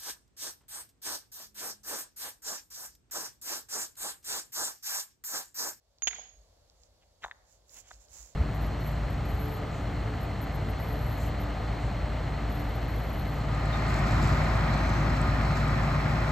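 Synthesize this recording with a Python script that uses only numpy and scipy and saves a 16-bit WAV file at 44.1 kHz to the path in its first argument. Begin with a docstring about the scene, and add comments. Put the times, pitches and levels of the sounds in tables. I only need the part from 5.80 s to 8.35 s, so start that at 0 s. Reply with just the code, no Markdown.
"""Metal dropped against a wicker basket

A man crouching in a quiet wood drops something small and metal against a basket: a clink, then a sharp clatter
of ringing metal and rattled rim that the trees echo. He lifts the basket, whose canes knock and creak, and
steps away through crackling dry leaves; low thuds sound now and then beneath."""
import sys
import numpy as np
from scipy import signal
from scipy.fft import rfft, irfft, next_fast_len
from scipy.io import wavfile
from scipy.ndimage import map_coordinates

SR = 44100
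rng = np.random.default_rng(int(sys.argv[2]) if len(sys.argv) > 2 else 0)


def wav_out(sig):
    """Save sig, one row per channel (or a flat mono array), as 16-bit PCM at SR to the path in sys.argv[1]."""
    wavfile.write(sys.argv[1], SR, np.round(np.clip(np.atleast_2d(sig).T, -1, 1) * 32767).astype(np.int16))


N = 112454

# The slow rise of the background, air and rumble alike. Each row: time in seconds, level in dB.
AMBIENCE_RIDE = [(0, -77.5), (0.172, -74), (.52, -70.5), (.58, -68.5), (1.05, -70), (1.3, -70.5),
                 (1.8, -70.5), (2.55, -66)]


def undb(db):
    """Decibels to gain."""
    return 10 ** (np.asarray(db) / 20)


def unit(x):
    """Scale to rms 1."""
    return x / np.sqrt(np.mean(x ** 2))


def since(start):
    """Seconds since a moment, zero before it."""
    return np.maximum(np.arange(N) / SR - start, 0)


def colour(x, points):
    """Minimum-phase EQ. 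Each row of points: frequency in Hz, gain in dB."""
    size = 2 * next_fast_len(N)
    hz, db = np.array(points, float).T
    bins_hz = np.maximum(np.arange(size // 2 + 1) * SR / size, 1)
    cepstrum = irfft(np.log(undb(np.interp(np.log(bins_hz), np.log(hz), db))))
    cepstrum[1:size // 2] *= 2
    cepstrum[size // 2 + 1:] = 0
    return irfft(rfft(x, size) * np.exp(rfft(cepstrum)))[..., :N]


def cut(x, order, hz, kind):
    """Low-, high- or band-pass filter."""
    return signal.sosfilt(signal.butter(order, hz, kind, fs=SR, output="sos"), x)


def spread(mid, side, side_db):
    """Left and right from mid and side."""
    return mid + undb(side_db) * side * np.array([[1], [-1]])


def ping(t, hz, rise_s):
    """A heavily damped resonance that swells and dies within a few cycles."""
    return np.sin(2 * np.pi * hz * t) * t / rise_s * np.exp(1 - t / rise_s)


def fade(t, t60):
    """Exponential decay by 60 dB in t60 seconds."""
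    return np.exp(-np.log(1000) * t / t60)


def ambience_gain():
    """The background's level ride as a gain curve."""
    return undb(np.interp(since(0), *np.array(AMBIENCE_RIDE).T))


def air():
    """The quiet hush of the wood, narrower in the bass."""
    # A dark hush. Each row: frequency in Hz, gain in dB.
    air_eq = [(30, -21), (47, 5), (90, 9), (130, -5), (250, -13), (400, -7.5), (570, 1.5), (800, -5.5),
              (1300, -13.5), (2500, -23.5), (4600, -15.5), (7000, -25), (9000, -17), (16000, -29.5)]
    mid, side = (unit(colour(rng.standard_normal(N), air_eq)) for _ in range(2))
    return spread(mid, cut(side, 1, 130, "high"), side_db=-3.5) * ambience_gain()


def ground():
    """Low thuds sound now and then, over a faint rumble at nearly the same pitch."""
    # Low thuds. Each row: start in seconds, level in dB, pitch in Hz, swell in seconds.
    thuds = [(0.224, -55, 55, 0.05), (0.557, -51.5, 53.7, 0.029), (0.991, -55.5, 49, 0.015),
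             (1.43, -53, 51.5, 0.027), (2.106, -53, 50.1, 0.047), (2.288, -55, 55.4, 0.027),
             (2.371, -49.5, 53.7, 0.05)]
    rumble_hz, width_hz, rumble_db = 46.9, 6.9, -68.5
    resonance = signal.iirpeak(rumble_hz, rumble_hz / width_hz, fs=SR)
    rumble = unit(signal.lfilter(*resonance, rng.standard_normal(N)))
    out = undb(rumble_db) * rumble * unit(ambience_gain())
    for start, db, hz, swell in thuds:
        t = since(start)
        envelope = t / swell * np.exp((1 - (t / swell) ** 2) / 2)
        out += undb(db) * np.sin(2 * np.pi * hz * t) * envelope
    return out


def crackle():
    """Dense tiny leaf fractures over a soft hiss."""
    # The papery tone of dry leaves. Each row: frequency in Hz, gain in dB.
    leaf_eq = [(100, -3.5), (400, -5), (700, 0.5), (1500, -2), (3500, -9.5), (5500, 0), (7000, 4.5),
               (10000, -1.5), (16000, -7.5)]
    grains_per_s, scatter_db, hiss_db = 5000, 3.8, -4.5
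    fractures = rng.random(N) < grains_per_s / SR
    sizes = undb(scatter_db * np.minimum(rng.exponential(size=N), 5))
    grains = fractures * sizes * rng.choice([-1, 1], N)
    return unit(colour(unit(grains) + undb(hiss_db) * rng.standard_normal(N), leaf_eq))


def leaves():
    """Each sweep of a boot swells and fades, crisper where the leaves are drier; single leaves snap."""
    # Boot sweeps. Each row: peak time in seconds, level in dB, rise and fall in seconds, treble in dB.
    sweeps = [(1.049, -74.5, .05, 0.02, -11.5), (1.448, -69.5, 0.022, 0.035, 1.5),
              (1.724, -71, 0.038, 0.036, 1), (1.932, -66.5, 0.032, 0.05, 5.5),
              (1.986, -57.5, 0.041, 0.023, 2.5), (2.125, -64, 0.049, 0.038, -3),
              (2.224, -68, 0.025, 0.032, -1), (2.364, -57, 0.036, 0.09, 0.5)]
    # Leaf snaps. Each row: start in seconds, level in dB.
    snaps = [(.1852, -53), (.5003, -57), (.8992, -51), (1.0352, -50), (1.895, -49), (2.131, -51),
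             (2.1395, -48), (2.285, -54)]
    crossover_hz = 9000
    t = since(0)
    rustle = spread(crackle(), crackle(), side_db=-4)
    low, high = (cut(rustle, 3, crossover_hz, kind) for kind in ("low", "high"))
    low_power, high_power = 0, 0
    for peak, db, rise, fall, treble_db in sweeps:
        power = undb(db) ** 2 * np.exp(-((t - peak) / np.where(t < peak, rise, fall)) ** 2)
        low_power += power
        high_power += power * undb(treble_db) ** 2
    ticks = sum(undb(db) * ping(since(start), hz=4900, rise_s=0.00017) for start, db in snaps)
    return np.sqrt(low_power) * low + np.sqrt(high_power) * high + ticks


def scuffs():
    """Brief dull rubbing of wicker and ground, made of many tiny slips."""
    # Soft rubs. Each row: peak time in seconds, level in dB, width in seconds.
    rubs = [(1.228, -72, 0.01), (1.437, -53, 0.0097), (1.974, -63, 0.022), (2.08, -68, 0.036)]
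    # Dulls the crackle to a scuff. Each row: frequency in Hz, gain in dB.
    scuff_eq = [(100, 2), (700, -1.5), (1800, -0.5), (3300, 6.5), (4500, -11.5), (16000, -43)]
    t = since(0)
    envelope = sum(undb(db) * np.exp(-((t - peak) / width) ** 2 / 2) for peak, db, width in rubs)
    return envelope * unit(colour(crackle(), scuff_eq))


def canes():
    """Cane knocks on cane as the basket settles and is lifted, each with a short crunch of fibres."""
    # Dead knocks, last a twig underfoot. Each row: start in seconds, level in dB, pitch in Hz.
    knocks = [(.2475, -57, 2220), (.2862, -43, 1870), (.3100, -36.5, 2070), (0.3303, -35.5, 2240),
              (0.333, -40, 1430), (0.339, -44, 1930), (0.3621, -43.5, 2040), (0.3858, -42, 694),
              (0.3938, -43.5, 580), (.4545, -54.5, 745), (1.4292, -50.5, 1584), (1.4351, -37.5, 1720),
              (1.4396, -33, 1535), (1.4412, -29.5, 1750), (1.4464, -28, 860), (1.4494, -33, 1600),
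              (1.4614, -36, 907), (1.4684, -41.5, 960), (1.4736, -49, 990), (1.4806, -49, 1700),
              (1.4844, -45, 890), (1.4970, -47.5, 1100), (1.5122, -33, 1810), (1.52, -46.5, 1700),
              (2.1092, -43.5, 1230), (2.1134, -39.5, 1484), (2.1142, -44, 700)]
    # Their woody tone. Each row: frequency in Hz, gain in dB.
    cane_eq = [(60, -3), (330, -8), (800, 5), (2000, 2), (3500, -4.5), (4600, -4.5), (7000, -12.5),
               (10000, -26), (16000, -19.5)]
    cane_hz, attack_s = 3606, 0.00055  # the stiff cane's own resonance
    fibre_db, fibre_decay_s = -16, 0.003
    out = np.zeros(N)
    for start, db, hz in knocks:
        t = since(start)
        cane_gain = undb(-2) * hz / cane_hz  # higher knocks ring it harder
        knock = ping(t, hz, attack_s) + cane_gain * ping(t, cane_hz, attack_s)
        fibres = unit(cut(rng.standard_normal(N), 2, [hz / 2, hz * 1.6], "band"))
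        crunch = fibres * (1 - np.exp(-t / attack_s)) * np.exp(-t / fibre_decay_s)
        out += undb(db) * (knock + undb(fibre_db) * crunch)
    return colour(out, cane_eq)


def basket_blows():
    """Each hard contact with the basket snaps, rings the rim and cracks."""
    # Hard contacts. Each row: start in seconds, level in dB, pitch in Hz.
    blows = [(.2212, -30, 2160), (0.272, -19, 2950), (0.2761, -19.5, 2850), (0.2802, -22.5, 2950)]
    # Modes of rim and weave. Each row: frequency in Hz, level in dB, 60 dB decay time in seconds.
    rim_modes = [(240, -37, 0.011), (720, -24.5, 0.0058), (920, -22.5, .011), (1430, -18, 0.014),
                 (1880, -15.5, 0.016), (3300, -15.5, 0.0062)]
    # Tone of the body and of the bright crack. Each row: frequency in Hz, gain in dB.
    body_eq = [(60, -8), (240, -8), (430, -8.5), (750, 3), (2000, -1.5), (3300, 1), (4500, -14.5),
               (7000, -9), (10000, -17.5), (16000, -23)]
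    crack_eq = [(100, -5.5), (600, -3), (3000, 13), (4500, 4), (6000, -1.5), (7000, 0.5), (9000, -15.5),
                (10500, -10.5), (16000, -31.5)]
    crack_db, crack_decay_s = -12, 0.0037
    body, crack = 0, 0
    for start, db, hz in blows:
        t = since(start)
        rim = sum(undb(level) * np.sin(2 * np.pi * f * t) * fade(t, t60) for f, level, t60 in rim_modes)
        body += undb(db) * (ping(t, hz, rise_s=0.00017) + rim)
        crack += undb(db + crack_db) * (t > 0) * np.exp(-t / crack_decay_s)
    return colour(body, body_eq) + colour(crack * rng.standard_normal(N), crack_eq)


def metal():
    """A thin, beating ring, damped more or less by what the metal touches."""
    # Clinks. Each row: start in seconds, level in dB, 60 dB decay time in seconds, throb from 0 to 1.
    clinks = [(.2215, -21, 0.22, 0.9), (.2721, -11, 0.055, 0.82), (.2795, -22, 0.017, 0.6),
              (.298, -33, 0.1, 0.1), (.383, -34, 0.21, 0.98), (1.443, -46, 0.054, 0.12)]
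    # Modes of the metal. Each row: frequency in Hz, level in dB.
    modes = [(6140, -39.5), (6376, -27.5), (6612, -8.5), (10550, -40), (12250, -50.5), (14080, -38.5)]
    throb_hz, throb_delay_s, attack_s = 23.5, 0.0062, 0.00045
    out = 0
    for start, db, t60, depth in clinks:
        t = since(start)
        swing = np.sin(2 * np.pi * throb_hz * (t - throb_delay_s))
        throb = 1 - depth + depth * swing  # a deep throb crosses zero, dipping twice a cycle
        ring = sum(undb(level) * np.sin(2 * np.pi * hz * t) for hz, level in modes)
        out += undb(db) * ring * fade(t, t60) * throb * (1 - np.exp(-t / attack_s))
    return out


def trees(send):
    """Scattered echoes from the trunks build up, then die away ever faster."""
    # The warm tone of the echo. Each row: frequency in Hz, gain in dB.
    echo_eq = [(200, 5.5), (800, 1.5), (1900, -1), (2850, -8), (3600, -2.5), (5000, -2), (6600, -1),
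               (10500, -3), (15000, -5)]
    build_s, fade_s = 0.022, 0.16
    t = since(0)
    envelope = (1 - np.exp(-(t / build_s) ** 2)) * np.exp(-(t / fade_s) ** 2)
    scatter = spread(rng.standard_normal(N), rng.standard_normal(N), side_db=-2.5)
    response = scatter * envelope / np.sqrt(np.sum(envelope ** 2))
    return signal.fftconvolve(colour(send, echo_eq)[None], response, axes=1)[:, :N]


def scene():
    """Basket and metal with their echo, over scuffs, leaves, ground and air."""
    blows, ring, wicker = basket_blows(), metal(), canes()
    echo = trees(undb(-12.5) * blows + undb(-13) * ring + undb(-22.5) * wicker)
    panned_ring = ring * undb([[-3.5], [0]])  # a little to the right
    return blows + panned_ring + wicker + echo + scuffs() + leaves() + ground() + air()


def record(dry):
    """The right microphone has a sharp treble peak, the left hears later; deep bass and top are cut."""
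    # Tone of the microphones. Each row: frequency in Hz, left gain in dB, right gain in dB.
    mic_eq = [(100, 0.5, 0), (700, 1, -1), (1300, -1.5, -1.5), (2500, 4, 2.5), (4400, 7, 3.5),
              (5700, -5.5, 9.5), (7080, 3, 13.5), (7910, -13, 7), (9020, -8.5, -10.5), (10400, -2, -0.5),
              (15000, -6.5, -1.5)]
    left_lag_s, low_cut_hz, high_cut_hz = 0.00007, 33, 15750
    points = np.array(mic_eq)
    left, right = colour(dry[0], points[:, :2]), colour(dry[1], points[:, ::2])
    left = map_coordinates(left, [np.arange(N) - left_lag_s * SR], mode="nearest")
    stereo = cut(np.array([left, right]), 4, low_cut_hz, "high")
    return signal.sosfilt(signal.ellip(10, 0.2, 70, high_cut_hz, fs=SR, output="sos"), stereo)


dry = scene()
out = record(dry)
wav_out(out)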